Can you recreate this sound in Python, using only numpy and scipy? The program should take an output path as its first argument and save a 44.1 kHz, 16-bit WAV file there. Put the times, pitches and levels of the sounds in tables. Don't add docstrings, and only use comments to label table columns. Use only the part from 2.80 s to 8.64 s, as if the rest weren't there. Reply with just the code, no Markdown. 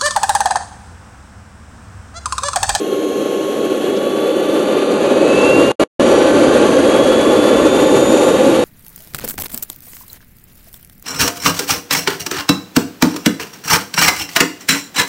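import sys
import numpy as np
from scipy import signal
from scipy.fft import rfft, irfft, next_fast_len
from scipy.io import wavfile
from scipy.ndimage import uniform_filter1d, map_coordinates

SR = 44100
rng = np.random.default_rng(int(sys.argv[2]) if len(sys.argv) > 2 else 0)


def gain_from_db(level_db):
    decades = np.asarray(level_db, float) / 20
    return 10 ** decades


def dump_mix(stems):
    frames = np.atleast_2d(stems).T
    limited = np.clip(frames, -1, 1)
    pcm = np.round(limited * 32767).astype(np.int16)
    wavfile.write(sys.argv[1], SR, pcm)


N = 257544
BEARING = 3.84


def unit(x):
    return x / np.sqrt(np.mean(x ** 2) + 1e-20)


def along(points, hz):
    f, v = np.transpose(points)
    return np.interp(np.log(hz + 1), np.log(f + 1), v)


def over_time(points):
    s, v = np.transpose(points)
    return np.interp(np.arange(N) / SR, s, v)


def wobble(rate):
    coarse = np.arange(0, N + 16, 16)
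    knots = rng.standard_normal(int(N * rate / SR) + 4)
    return np.interp(np.arange(N), coarse, map_coordinates(knots, [coarse * rate / SR]))


def filtered(x, response):
    m = next_fast_len(N + SR // 2)
    return irfft(rfft(x, m) * response(np.fft.rfftfreq(m, 1 / SR)), m)[..., :N]


# (time [s], speed [turns per s])
SHAFT_SPEED = [(0, 1085), (.5, 1084), (1, 1104), (1.4, 1143), (1.9, 1183), (2.1, 1199), (2.4, 1279),
               (2.7, 1356), (3.25, 1487), (3.6, 1552), (4.2, 1665), (4.6, 1724), (5, 1781), (5.4, 1831),
               (5.84, 1878)]


def shaft_speed():
    return over_time(SHAFT_SPEED)


# (time [s], power above idle [dB])
BURNER_POWER = [(0, -0.5), (.25, 1.5), (1, 3.5), (1.5, 5.5), (2, 8), (2.5, 12), (2.9, 14.5), (3.45, 14),
                (4.3, 13), (5.3, 13), (5.84, 12)]


def burner_power():
    return over_time(BURNER_POWER)


def throttle():
    return np.clip(0.2 + 0.058 * burner_power(), 0, .97)


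# (delay [s], gain at idle, gain at full power)
FAR_ECHO = (.01145, -.24, -.03)
# (frequency [Hz], width [Hz], depth at idle [0-1], depth at full power [0-1])
CANCELLED = [(963.4, 126, 0.95, 0.75), (1270, 80, 0.2, 0.87), (1578, 93, 0.7, 0.59), (1875, 100, 0.6, 0.27),
             (2140, 64, 0, 0.9), (2430, 110, 0.77, 0.24), (2924, 57, 0, 0.4), (7950, 290, 0.1, 0.7),
             (10670, 500, 0.4, 0.7)]


def reflections(hz, share):
    delay, idle_gain, full_gain = FAR_ECHO
    echo_gain = idle_gain + share * (full_gain - idle_gain)
    path = 1 + echo_gain * (hz < 4500) * np.exp(-2j * np.pi * hz * delay)
    for centre, width, idle, full in CANCELLED:
        depth = np.clip(idle + share * (full - idle), 0, 1)
        path = path * (1 - depth / (1 + (2 * (hz - centre) / width) ** 2))
    return path


def turbulence(patchy_db):
    z = signal.stft(rng.standard_normal(N), nperseg=512)[2]
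    patches = uniform_filter1d(rng.standard_normal(z.shape), size=5, axis=0)
    patches = uniform_filter1d(patches, size=6, axis=1)
    return signal.istft(z * gain_from_db(patchy_db * unit(patches)), nperseg=512)[1][:N]


def gas(idle, full, patchy_db):
    noise, share = turbulence(patchy_db), throttle()
    low = unit(filtered(noise, lambda hz: gain_from_db(along(idle, hz)) * reflections(hz, 0)))
    high = unit(filtered(noise, lambda hz: gain_from_db(along(full, hz)) * reflections(hz, 1)))
    return (1 - share) * low + share * high


# (frequency [Hz], level [dB per Hz])
RUMBLE_AT_IDLE = [(13, -68), (22, -36.5), (65, -14), (140, -6), (150, -2), (200, -29), (330, -120)]
RUMBLE_AT_FULL = [(13, -48), (22, -22), (65, -3), (150, 1), (200, -33), (330, -120)]


def rumble(level_db):
    return gain_from_db(level_db + 1.1 * wobble(12)) * gas(RUMBLE_AT_IDLE, RUMBLE_AT_FULL, patchy_db=-1.0)


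# (frequency [Hz], level [dB per Hz])
ROAR_AT_IDLE = [(82, -63), (140, -32.5), (201, -15.5), (236, -19.5), (328, -6), (354, -9), (382, -4),
                (415, -5), (588, -15), (740, -30), (960, -54.5), (1630, -120)]
ROAR_AT_FULL = [(82, -50), (140, -21), (287, -2), (398, -3.5), (439, -6.5), (480, -3), (515, 2),
                (605, -6.5), (695, -15), (740, -32), (960, -38), (1630, -120)]


def roar(level_db, flutter):
    return gain_from_db(level_db + 0.45 * flutter) * gas(ROAR_AT_IDLE, ROAR_AT_FULL, patchy_db=0.2)


# (frequency [Hz], level [dB per Hz])
BODY_AT_IDLE = [(700, -120), (720, 0.5), (850, -3.5), (1100, -8.5), (1700, -8), (1950, -14.5), (2300, -13),
                (2650, -10), (3000, -8.5), (3600, -17), (4300, -16), (4700, -29), (5100, -45), (5300, -120)]
BODY_AT_FULL = [(700, -120), (720, -3.5), (850, 2.5), (1100, -0.5), (1400, -4.5), (1900, -12),
                (2600, -12.5), (3400, -15), (4000, -18.5), (4700, -19), (5150, -30.5), (5200, -120)]


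def jet_body(level_db, flutter):
    return gain_from_db(level_db - 0.63 + 0.94 * flutter) * gas(BODY_AT_IDLE, BODY_AT_FULL, patchy_db=0.3)


# (frequency [Hz], level [dB per Hz])
HISS_AT_IDLE = [(4900, -120), (5050, -5), (5600, -10.5), (6100, -1.5), (6900, -8), (7700, -7), (9000, -8.5),
                (10500, -0.5), (11500, -0.5), (12600, -3.5), (13000, -120)]
HISS_AT_FULL = [(5100, -120), (5150, -13.5), (5400, -5), (6900, 0.5), (7500, -2), (8600, -4), (10000, -3.5),
                (11500, -5.5), (12600, -22), (13000, -120)]


def jet_hiss(level_db, flutter):
    crackle = 0.65 * wobble(90) + 0.86 * wobble(350)
    return gain_from_db(level_db + 0.85 * flutter + crackle) * gas(HISS_AT_IDLE, HISS_AT_FULL, patchy_db=0.3)


# (frequency [Hz], width [Hz], level [dB])
MOUNT_MODES = [(1110, 200, -36), (1180, 230, -35.5), (1580, 190, -32), (2703, 250, -22), (3000, 280, -38.5),
               (3400, 360, -30), (3540, 340, -32.5), (3900, 590, -36), (4560, 500, -38), (5780, 320, -32.5),
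               (6180, 260, -33.5), (6450, 200, -37.5), (6800, 300, -31.5), (6980, 210, -24)]


def mount(hz):
    power = 0
    for centre, width, db in MOUNT_MODES:
        power = power + gain_from_db(2 * db) / (1 + (2 * (hz - centre) / width) ** 2) ** 3
    return 10 * np.log10(power)


GAS_AT_IDLE = (-50, -18, -32.5, -42)
GAS_GROWTH = (0.69, .6, .97, 0.38)
# (time [s], level [dB], length [s])
FLAME_SURGES = [
    (2.8, 2.5, .012),
    (2.9, -5, .012),
    (1.79, 1.5, 0.092),
    (3.45, 0.9, 0.18),
]


def flow_levels():
    t, burn_db, speed = np.arange(N) / SR, burner_power(), shaft_speed()
    surge_db = sum(db * np.exp(-((t - s) / length) ** 2) for s, db, length in FLAME_SURGES)
    levels = [idle + grow * burn_db for idle, grow in zip(GAS_AT_IDLE, GAS_GROWTH)]
    rumble_db, roar_db, body_db, hiss_db = levels
    rough_from_db = 12.5
    rough = 1 / (1 + np.exp(-1.6 * (np.maximum.accumulate(burn_db) - rough_from_db)))
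    rumble_db = rumble_db + 8.5 * rough
    top_hz, width, _ = MOUNT_MODES[-1]
    rattle_db = 3.5 / (1 + (2 * (BEARING * speed - top_hz) / width) ** 2)
    hiss_db = hiss_db + 3.5 * rough + 0.5 * np.log2(speed / speed[0]) + rattle_db
    return rumble_db, roar_db + surge_db, body_db + 0.56 * surge_db, hiss_db + .8 * surge_db


def exhaust():
    rumble_db, roar_db, body_db, hiss_db = flow_levels()
    flutter = wobble(45)
    flame = rumble(rumble_db) + roar(roar_db, flutter)
    return flame + jet_body(body_db, flutter) + jet_hiss(hiss_db, flutter)


# (order [cycles per turn], level against the mount [dB], change from idle to full [dB])
SHAFT_TONES = [
    (1, 0, 0),
    (2, 0, 0),
    (3, -8, 0),
    (BEARING, -7, 0),
]
# (order [cycles per turn], level [dB])
BLADE_TONES = [(3.5, -55), (4, -50), (4.5, -53), (5, -49), (5.5, -51), (6, -52), (6.5, -52), (7, -53),
               (7.5, -56), (8, -62), (8.5, -62), (9.5, -57)]
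# (speed [turns per s], level [dB])
BLADE_WHINE = [(1085, 1), (1125, -5), (1185, -5), (1240, 2), (1340, 5), (1400, 0), (1660, 2), (1750, -1)]
# (frequency [Hz], level [dB])
CASING_LEAK = [(3500, -2), (4400, -9), (5100, -15), (5500, -9), (5900, 1), (6600, 3), (7100, 2), (7600, -6),
               (8300, -6), (9500, -7), (12000, -9)]


def rotor():
    speed, share = shaft_speed(), throttle()
    angle = 2 * np.pi * np.cumsum(uniform_filter1d(speed, size=6000)) / SR + 0.056 * wobble(40)

    def tone(order, db, blur):
        level = np.sqrt(2) * gain_from_db(db + 0.54 * wobble(14))
        return level * np.sin(order * angle + .4 * wobble(10) + blur * wobble(150))

    tones = np.zeros(N)
    for order, db, change_db in SHAFT_TONES:
        level_db = db + change_db * share + mount(order * speed) + 0.76 * wobble(6)
        tones += tone(order, level_db, blur=.08)
    whine_db = along(BLADE_WHINE, speed)
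    for order, db in BLADE_TONES:
        level_db = db + whine_db + along(CASING_LEAK, order * speed) + 1.1 * wobble(3)
        tones += tone(order, level_db, blur=.4)
    return tones


# (time [s], level [dB], length [s])
FUEL_SPITS = [
    (1.165, -31, .013),
]
# (frequency [Hz], level [dB])
SPIT_COLOUR = [(2500, -30), (3500, 9.5), (6500, -1.5), (9000, -21), (12000, -25)]


def puffs():
    t, shape = np.arange(N) / SR, np.zeros(N)
    for s, db, length in FUEL_SPITS:
        rise = np.clip((t - s) / length + 0.21, 0, None)
        shape += 3 * gain_from_db(db) * rise * np.exp(-np.abs(t - s) / length * 2.2)
    return shape * unit(filtered(rng.standard_normal(N), lambda hz: gain_from_db(along(SPIT_COLOUR, hz))))


# (frequency [Hz], in-phase part, lagging part, unrelated part)
PORT_DIFFERENCE = [(149.6, 0, 0.095, .004), (290, 0, 0.035, 0.014), (499, 0, .012, 0.0073),
                   (820, 0, .04, .03), (1200, .1, 0.15, 0.12), (1490, -0.037, .38, 0.19),
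                   (1805, -0.4, 0.34, 0.27), (1950, -.1, 0.1, .15), (2070, -0.48, .05, 0.29),
                   (2330, -0.091, 0.011, 0.041), (2930, 0.055, -0.16, 0.068), (3380, 0.15, .01, .03),
                   (3970, .12, 0, 0.041), (4100, 0, 0, .01)]


def scene():
    mid = exhaust() + rotor() + puffs()
    f, same, lag, other = np.transpose(PORT_DIFFERENCE)
    hz, _, z = signal.stft(mid, SR, nperseg=1024)
    scatter = np.exp(2j * np.pi * rng.random(z.shape)) * 2
    ratio = np.interp(hz, f, same - 1j * lag)[:, None] + np.interp(hz, f, other)[:, None] * scatter
    side = signal.istft(z * ratio, SR, nperseg=1024)[1][:N]
    return np.array([mid + side, mid - side])


LIMIT_HZ = 12500
# (time [s], step [Hz], hold [s])
LIMIT_CUTS = [
    (1.8, 420, .2),
    (2.0, 780, .4),
    (3.05, 740, .5),
]


def band_limit(t):
    cuts = []
    for s, hz, hold in LIMIT_CUTS:
        healing = np.exp(-(np.clip(t - s - hold, 0, None) / .75) ** 1.5)
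        cuts.append(hz * (t > s) * healing)
    share = np.interp(t, np.arange(N) / SR, throttle())
    return np.maximum(LIMIT_HZ - 330 * share ** 2 - np.max(cuts, axis=0), 11500)


# (from [s], to [s], level [dB])
LOSS_TIMES = [
    (1.25, 1.95, 4.8),
    (2.02, 2.5, 4.5),
    (2.5, 5.84, 2),
]


def camera_losses(pair):
    hz, t, z = signal.stft([pair[0] + pair[1], pair[0] - pair[1]], SR, nperseg=2048)
    power = np.abs(z) ** 2
    loud = uniform_filter1d(power[0].sum(axis=0), size=15)
    limit = band_limit(t)
    loss_db = 4.5 * (LIMIT_HZ - limit) / 1000
    for start, end, db in LOSS_TIMES:
        loss_db = loss_db + db * (t > start) * (t < end)
    masking_db = along([(3000, -2), (5250, 0), (5500, -4), (8000, -5), (12000, -7)], hz)[:, None]
    side_db = along([(200, -43), (900, -46), (2200, -47), (2800, -51), (4200, -53), (5000, -45)], hz)[:, None]
    faint_db = np.array([-60 + loss_db + masking_db, side_db + .4 * loss_db])
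    nearby = uniform_filter1d(uniform_filter1d(power, size=3, axis=1), size=3, axis=2)
    kept = (nearby > loud * gain_from_db(2 * faint_db)) * (hz[:, None] < limit)
    mid, side = signal.istft(z * kept, SR, nperseg=2048)[1][:, :N] / 2
    return np.array([mid + side, mid - side])


# (from [s], to [s])
LOST_SOUND = [
    (2.9182, 2.9965),
    (3.0378, 3.1968),
]


def dropouts():
    t, gain = np.arange(N) / SR, np.ones(N)
    for start, end in LOST_SOUND:
        smear = gain_from_db(-20 - 780 * (t - start)) * (t < start + .038)
        ahead = gain_from_db(-17 - 4000 * np.abs(end - t)) * (t > end - .004)
        gain = np.where((t > start) & (t < end), smear + ahead, gain)
    return gain


def low_pass(x):
    return signal.sosfilt(signal.butter(12, 17500, fs=SR, output="sos"), x)


def record(dry):
    saturated = dry / (1 + np.abs(dry / 1.07) ** 10) ** (1 / 10)
    played = camera_losses(saturated) * uniform_filter1d(dropouts(), size=30)
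    return low_pass(np.clip(played, -.995, .995))


dry = scene()
out = record(dry)
dump_mix(out)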